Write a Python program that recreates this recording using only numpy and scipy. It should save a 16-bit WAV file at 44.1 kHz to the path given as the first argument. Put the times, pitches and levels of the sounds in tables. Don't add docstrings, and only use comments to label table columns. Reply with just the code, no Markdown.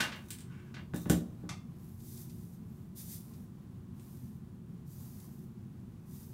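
import sys
import numpy as np
from scipy import signal
from scipy.fft import rfft, irfft
from scipy.io import wavfile

SR = 44100
rng = np.random.default_rng(int(sys.argv[2]) if len(sys.argv) > 2 else 0)


def dump(signal):
    limited = np.clip(np.atleast_2d(signal).T, -1, 1)
    pcm = np.round(limited * 32767).astype(np.int16)
    wavfile.write(sys.argv[1], SR, pcm)


N = 279223
T = np.arange(N) / SR
HZ = np.maximum(np.arange(N // 2 + 1) * SR / N, 1)
RING = T[:SR // 2]

# start in seconds, level in dB, brightness in Hz, contact length in seconds.
CLACKS = [(.0045, -32, 14100, 0.0063), (.022, -43.5, 5000, 0.0071), (.121, -44.5, 4500, 0.0095),
          (.163, -52, 2440, 0.0014), (.742, -52, 6300, 0.0086), (.766, -48.5, 2310, 0.014)]
# frequency in Hz, gain in dB.
HANDLE_SPECTRUM = [(160, -2.5), (300, -9.5), (500, -13), (800, -13.5), (1000, -10), (1400, -9.5),
                   (1650, -4), (2200, -5), (2500, -9.5), (2900, -8), (3700, -9), (6500, -15), (9000, -19.5),
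                   (14000, -22)]
# frequency in Hz, relative level in dB, t60 in seconds.
HANDLE_MODES = [(1665, 0, .09), (2130, -2, .07), (2812, -3, .16), (2990, -5, .16), (3260, -6, .16),
                (3492, -6, .16), (4584, -9, .16)]
# start in seconds, level in dB, brightness in Hz, contact length in seconds.
KNOCKS = [(0.937, -43, 2520, 0.00069), (1.057, -45, 2200, 0.0022), (1.0982, -30.5, 10200, 0.0016),
          (1.1113, -45.5, 15000, 0.002), (1.133, -45.5, 600, .004), (1.432, -51.5, 1000, 0.06)]
# frequency in Hz, gain in dB.
CRACK_SPECTRUM = [(550, 3), (810, -4.5), (1000, -5.5), (1350, -3.5), (1720, 0.5), (2200, -10), (2900, -6.5),
                  (4500, -12), (6750, -7), (7150, -0.5), (7600, -11), (8800, -3), (10700, -11), (12000, -2),
                  (15600, -4.5)]
# frequency in Hz, relative level in dB, t60 in seconds.
CRACK_MODES = [(1750, -12, .04), (7330, 41, 0.062), (7500, 19, 0.056), (8800, -14, .1)]
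# frequency in Hz, width in Hz, gain in dB over a flat path.
BRISTLES = [(1170, 410, 21), (3740, 400, 19.5), (6200, 430, -8), (9000, 840, -12)]
# start in seconds, hold in seconds, friction level in dB.
SLIDES = [(0, 0.0049, -42), (.2, 0.3, -78), (.497, .1, -70), (.655, 0.026, -76)]
# start in seconds, hold in seconds, level in dB.
SCRAPES = [(.1, 0.19, -71.5), (.942, 0.042, -58), (1.09, 0.018, -56)]


def brush():
    clacks = hits(CLACKS, HANDLE_SPECTRUM, HANDLE_MODES, ring_db=-8)
    landing = hits(KNOCKS, CRACK_SPECTRUM, CRACK_MODES, ring_db=-13)

    slide_spectrum = shape([(700, -14), (1500, -5), (2900, -12.5), (4000, -22), (9000, -27)])
    friction = colour(slips(rate_per_s=2400, spread_db=0.5), slide_spectrum)
    handle_ring = convolve(friction, ring(HANDLE_MODES))
    slide = level(friction) + level(handle_ring, db=-10)

    scrape_spectrum = shape([(900, -9), (3000, -13), (6000, 6), (15500, 8)]) * peaks(BRISTLES)
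    scrape = level(colour(slips(rate_per_s=5900, spread_db=10), scrape_spectrum))
    return clacks + landing + slide * rubs(SLIDES) + scrape * rubs(SCRAPES)


RUB_ATTACK_S, RUB_RELEASE_DB_PER_S = 0.002, 163


def rubs(rows):
    return sum(undb(db) * swell(s, RUB_ATTACK_S, hold_s, RUB_RELEASE_DB_PER_S) for s, hold_s, db in rows)


# start in seconds, level in dB, brightness in Hz, contact length in seconds.
TICKS = [(.305, -42.5, 14100, 0.0039), (.329, -55, 12000, 0.011), (.386, -54, 10700, 0.0028),
         (.406, -55, 10300, 0.0025), (.962, -51.5, 14700, 0.00099), (3.997, -64, 10200, 0.0014)]
# frequency in Hz, gain in dB.
TICK_SPECTRUM = [(1000, -19), (2100, -7), (2400, -7), (3000, -7), (4500, -6), (5200, -9.5), (7000, -7),
                 (7700, -0.5), (9600, -0.5), (10400, -13), (12100, -1.5), (14200, -15), (15200, -0.5)]
# frequency in Hz, relative level in dB, t60 in seconds.
TICK_MODES = [(8000, 0.33, 0.046), (9000, 1, .15)]


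def plastic_ticks():
    return hits(TICKS, TICK_SPECTRUM, TICK_MODES, ring_db=-35)


# frequency in Hz, relative level in dB, t60 in seconds.
COUNTER_MODES = [(67, -15.5, 0.26), (132, 2, 0.07), (183.5, -1, 0.16), (233.4, -12, 0.4),
                 (259.6, -4, 0.076), (305.8, -7, 0.26), (372, -9, 0.095), (451, -15.5, 0.23),
                 (510, -22, 0.29), (579, -21, 0.15), (710, -44, 0.24), (774, -28, 0.19), (806, -20, 0.082)]
THUD_DB = 12.5


def counter(give_s=0.00078):
    out = np.zeros(N)
    boom = ring(COUNTER_MODES) * (1 - np.exp(-RING / give_s))
    for s, db, *_ in KNOCKS:
        add(out, s, undb(db + THUD_DB) * boom)
    return out


# start in seconds, level in dB, brightness in Hz, contact length in seconds.
PICKUP = [(1.4912, -44, 12000, 0.0041)]
# frequency in Hz, relative density in dB per Hz.
COMB_SPECTRUM = [(350, -63), (600, -21), (765, -9), (923, -15), (1210, -3), (1540, -18), (2160, -11.5),
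                 (2940, -18), (3460, -11.5), (3950, -18.5), (5460, -13.5), (8640, -21), (15000, -32)]
# frequency in Hz, relative level in dB, t60 in seconds.
COMB_MODES = [(775, -11, .18), (1168, -7, .25), (1227, -1, .16), (1857, -6, .16), (2121, -1, .2),
              (2350, -6, .3), (2692, -2, .14), (3467, 0, .25), (4533, -3, .14), (6094, -5, .15)]


def comb_pickup():
    return hits(PICKUP, COMB_SPECTRUM, COMB_MODES, ring_db=-6)


# start in seconds, attack in seconds,
# bite hold in seconds, bite level in dB, length before release in seconds,
# glide level before thinning in dB, depth from 0 (tooth tips) to 1 (whole teeth).
STROKES = [(1.963, 0.13, 0.13, -55.5, 0.58, -59, 0.3), (2.949, 0.037, 0.028, -47.5, 0.11, -51.5, 0.44),
           (3.067, 0.065, 0.014, -48.5, 0.37, -63.5, 0.3), (3.93, 0.1, 0.13, -66.5, 0.42, -66, 0.3),
           (4.845, 0.077, 0.334, -62, 0.6, -62.5, 0), (6.044, 0.1, 0.1, -60.5, .35, -61, .3)]
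# frequency in Hz, gain in dB.
HAIR_SPECTRUM = [(2000, -12.5), (3000, -16), (3600, -10.5), (4400, -8), (6300, -4), (8000, -4), (10300, -2),
                 (12000, 2), (14500, 0), (15700, -2.5)]
# frequency in Hz, width in Hz, gain in dB over a flat path.
TEETH = [(3620, 380, 6.5), (6140, 900, -21), (9050, 780, 5)]
# frequency in Hz, width in Hz, gain in dB over a flat path.
TIPS = [(4830, 590, -6.5), (6060, 180, -5), (7150, 380, -12)]
# start in seconds, level in dB, brightness in Hz, contact length in seconds.
SNAGS = [(2.003, -56.5, 6000, 0.012), (2.176, -54, 12000, 0.0056), (2.296, -51.5, 7000, 0.02),
         (3.335, -55, 6000, 0.026), (4.17, -62, 8000, .006), (5.2, -56.5, 11000, 0.0089)]


def comb(flutter_db=1, crackle_db=-7):
    friction = rng.standard_normal(N) + level(slips(rate_per_s=1200, spread_db=4), crackle_db)
    deep = level(colour(friction, shape(HAIR_SPECTRUM) * peaks(TEETH)))
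    shallow = level(colour(friction, shape(HAIR_SPECTRUM) * peaks(TIPS)))
    swish = 0
    for *movement, depth in STROKES:
        swish = swish + stroke(*movement) * (depth * deep + (1 - depth) * shallow)
    locks = undb(flutter_db * wander(rate_hz=9.1))

    plucked = [(hz, db, np.log(1000) / (np.pi * width_hz)) for hz, width_hz, db in TEETH + TIPS]
    return swish * locks + hits(SNAGS, HAIR_SPECTRUM, plucked, ring_db=-12.5)


GLIDE_FADE_DB_PER_S, STROKE_RELEASE_DB_PER_S = 13.5, 210


def stroke(s, attack_s, bite_s, bite_db, length_s, glide_db):
    bite = undb(bite_db) * swell(s, attack_s, bite_s, STROKE_RELEASE_DB_PER_S)
    thinning = undb(glide_db - GLIDE_FADE_DB_PER_S * np.maximum(T - s, 0))
    glide = thinning * swell(s, attack_s, length_s - attack_s, STROKE_RELEASE_DB_PER_S)
    return np.maximum(bite, glide)


# start in seconds, length before release in seconds, level in dB.
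SLEEVES = [(1.72, 0.22, -68), (2.6, 0.19, -73.5)]
SLEEVE_ATTACK_S, SLEEVE_RELEASE_DB_PER_S = 0.13, 80


def sleeves():
    rustle = level(colour(slips(rate_per_s=5500, spread_db=3), shape(HAIR_SPECTRUM)))
    gain = 0
    for s, length_s, db in SLEEVES:
        gain = gain + undb(db) * swell(s, SLEEVE_ATTACK_S, length_s - SLEEVE_ATTACK_S, SLEEVE_RELEASE_DB_PER_S)
    return rustle * gain


# frequency in Hz, relative density in dB per Hz.
RUMBLE_SPECTRUM = [(20, -41), (30, -14), (50, -13), (70, -4.5), (95, -1.5), (125, 1), (155, -1.5),
                   (190, 0.5), (240, -4), (265, -14), (300, -12.5), (375, -16), (400, -26.5), (520, -33.5)]
# frequency in Hz, relative density in dB per Hz.
AIR_SPECTRUM = [(450, 4.5), (600, 0), (840, 1.5), (930, -1.5), (1000, 3), (1200, -2), (2100, -9.5),
                (3000, -11.5), (4900, -15), (15700, -16)]
# frequency in Hz, width in Hz, level in dB.
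HUM = [(38.9, 2.7, -84.5), (59.6, 3.6, -93), (77.8, 3.6, -73.5), (96, 6.1, -60), (123.9, 7.7, -60),
       (137.85, 1.44, -58.5), (169.8, 6.3, -59.5), (177.7, 2.7, -66), (226.8, 6.5, -63), (247.6, 5, -65.5),
       (363.9, 8.5, -69), (433.2, 9.2, -77)]
RUMBLE_DB, AIR_DB = -49, -68.5


def fan(waver_db=0.8):
    rumble = level(colour(rng.standard_normal(N), shape(RUMBLE_SPECTRUM)), RUMBLE_DB)
    hum = 0
    for hz, width_hz, db in HUM:
        band = np.exp(-((HZ - hz) / width_hz) ** 2)
        hum = hum + level(colour(rng.standard_normal(N), band), db)
    air = level(colour(rng.standard_normal(N), shape(AIR_SPECTRUM)), AIR_DB)
    return rumble + hum + air * undb(waver_db * wander(rate_hz=5.4))


# frequency in Hz, t60 in seconds.
ROOM_T60 = [(200, 0.53), (1500, 0.24), (5000, 0.25), (15000, 0.2)]


def bathroom(x, wet_db, build_s):
    hz, t60_s = np.transpose(ROOM_T60)
    noise, tail = rng.standard_normal(N), 0
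    for weights, seconds in zip(np.eye(len(hz)), t60_s):
        band = colour(noise, np.interp(np.log(HZ), np.log(hz), weights))[:len(RING)]
        tail = tail + band * np.exp(-np.log(1000) * RING / seconds)
    tail = unit(tail * (1 - np.exp(-RING / build_s)))
    return x + undb(wet_db) * convolve(x, tail)


HIT_WINDOW_S = 0.01


def hits(rows, spectrum, modes, ring_db):
    force = np.zeros(N)
    for s, db, bright_hz, contact_s in rows:
        grit = rfft(rng.standard_normal(len(RING)) * np.exp(-RING / contact_s))
        even = irfft(grit / np.abs(grit), len(RING))
        push = unit(even * np.exp(-RING / (4 * contact_s)))
        soften = signal.butter(2, min(bright_hz, .45 * SR), fs=SR, output="sos")
        add(force, s, signal.sosfilt(soften, push) * undb(db) * np.sqrt(HIT_WINDOW_S * SR))
    body = response(shape(spectrum)) + undb(ring_db) * unit(ring(modes))
    return convolve(force, body)


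def slips(rate_per_s, spread_db):
    releases = rng.random(N) < rate_per_s / SR
    return releases * rng.standard_normal(N) * undb(spread_db * rng.standard_normal(N))


def ring(modes):
    out = 0
    for k, (hz, db, t60_s) in enumerate(modes):
        decay = np.exp(-np.log(1000) * RING / t60_s)
        out = out + (-1) ** k * undb(db) * np.sin(2 * np.pi * hz * RING) * decay
    return out


def swell(start_s, attack_s, hold_s, release_db_per_s):
    rise = np.clip((T - start_s) / attack_s, 0, 1)
    return rise * undb(-release_db_per_s * np.maximum(T - start_s - attack_s - hold_s, 0))


def wander(rate_hz):
    return level(colour(rng.standard_normal(N), np.exp(-(HZ / rate_hz) ** 2)))


def shape(points):
    hz, db = np.transpose(points)
    octaves_outside = np.abs(np.log2(HZ / np.clip(HZ, hz[0], hz[-1])))
    return undb(np.interp(np.log(HZ), np.log(hz), db) - 18 * np.minimum(octaves_outside, 4))


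def peaks(resonances):
    return 1 + sum(undb(db) / (1 + (2 * (HZ - hz) / width_hz) ** 2) for hz, width_hz, db in resonances)


def response(gain):
    cepstrum = irfft(np.log(gain), N)
    cepstrum[1:N // 2] *= 2
    cepstrum[N // 2:] = 0
    return unit(irfft(np.exp(rfft(cepstrum)), N)[:len(RING)])


def colour(x, gain):
    return irfft(rfft(x, N) * gain, N)


def convolve(x, ir):
    return signal.fftconvolve(x, ir)[:N]


def add(out, s, x):
    i = max(int(s * SR), 0)
    out[i:i + len(x)] += x[:N - i]


def undb(db):
    return 10 ** (np.asarray(db) / 20)


def level(x, db=0):
    return x * undb(db) / np.std(x)


def unit(x):
    return x / np.sqrt(np.sum(x ** 2))


def scene():
    handling = bathroom(brush() + plastic_ticks() + comb_pickup(), wet_db=3.5, build_s=0.001)
    boom = bathroom(counter(), wet_db=-8.5, build_s=0.0066)
    combing = bathroom(comb() + sleeves(), wet_db=-10, build_s=0.0027)
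    return (handling + boom + combing + fan())[None]


TOP_HZ = 15750


def record(dry):
    return signal.sosfilt(signal.ellip(12, .1, 70, TOP_HZ, fs=SR, output="sos"), dry)


dry = scene()
out = record(dry)
dump(out)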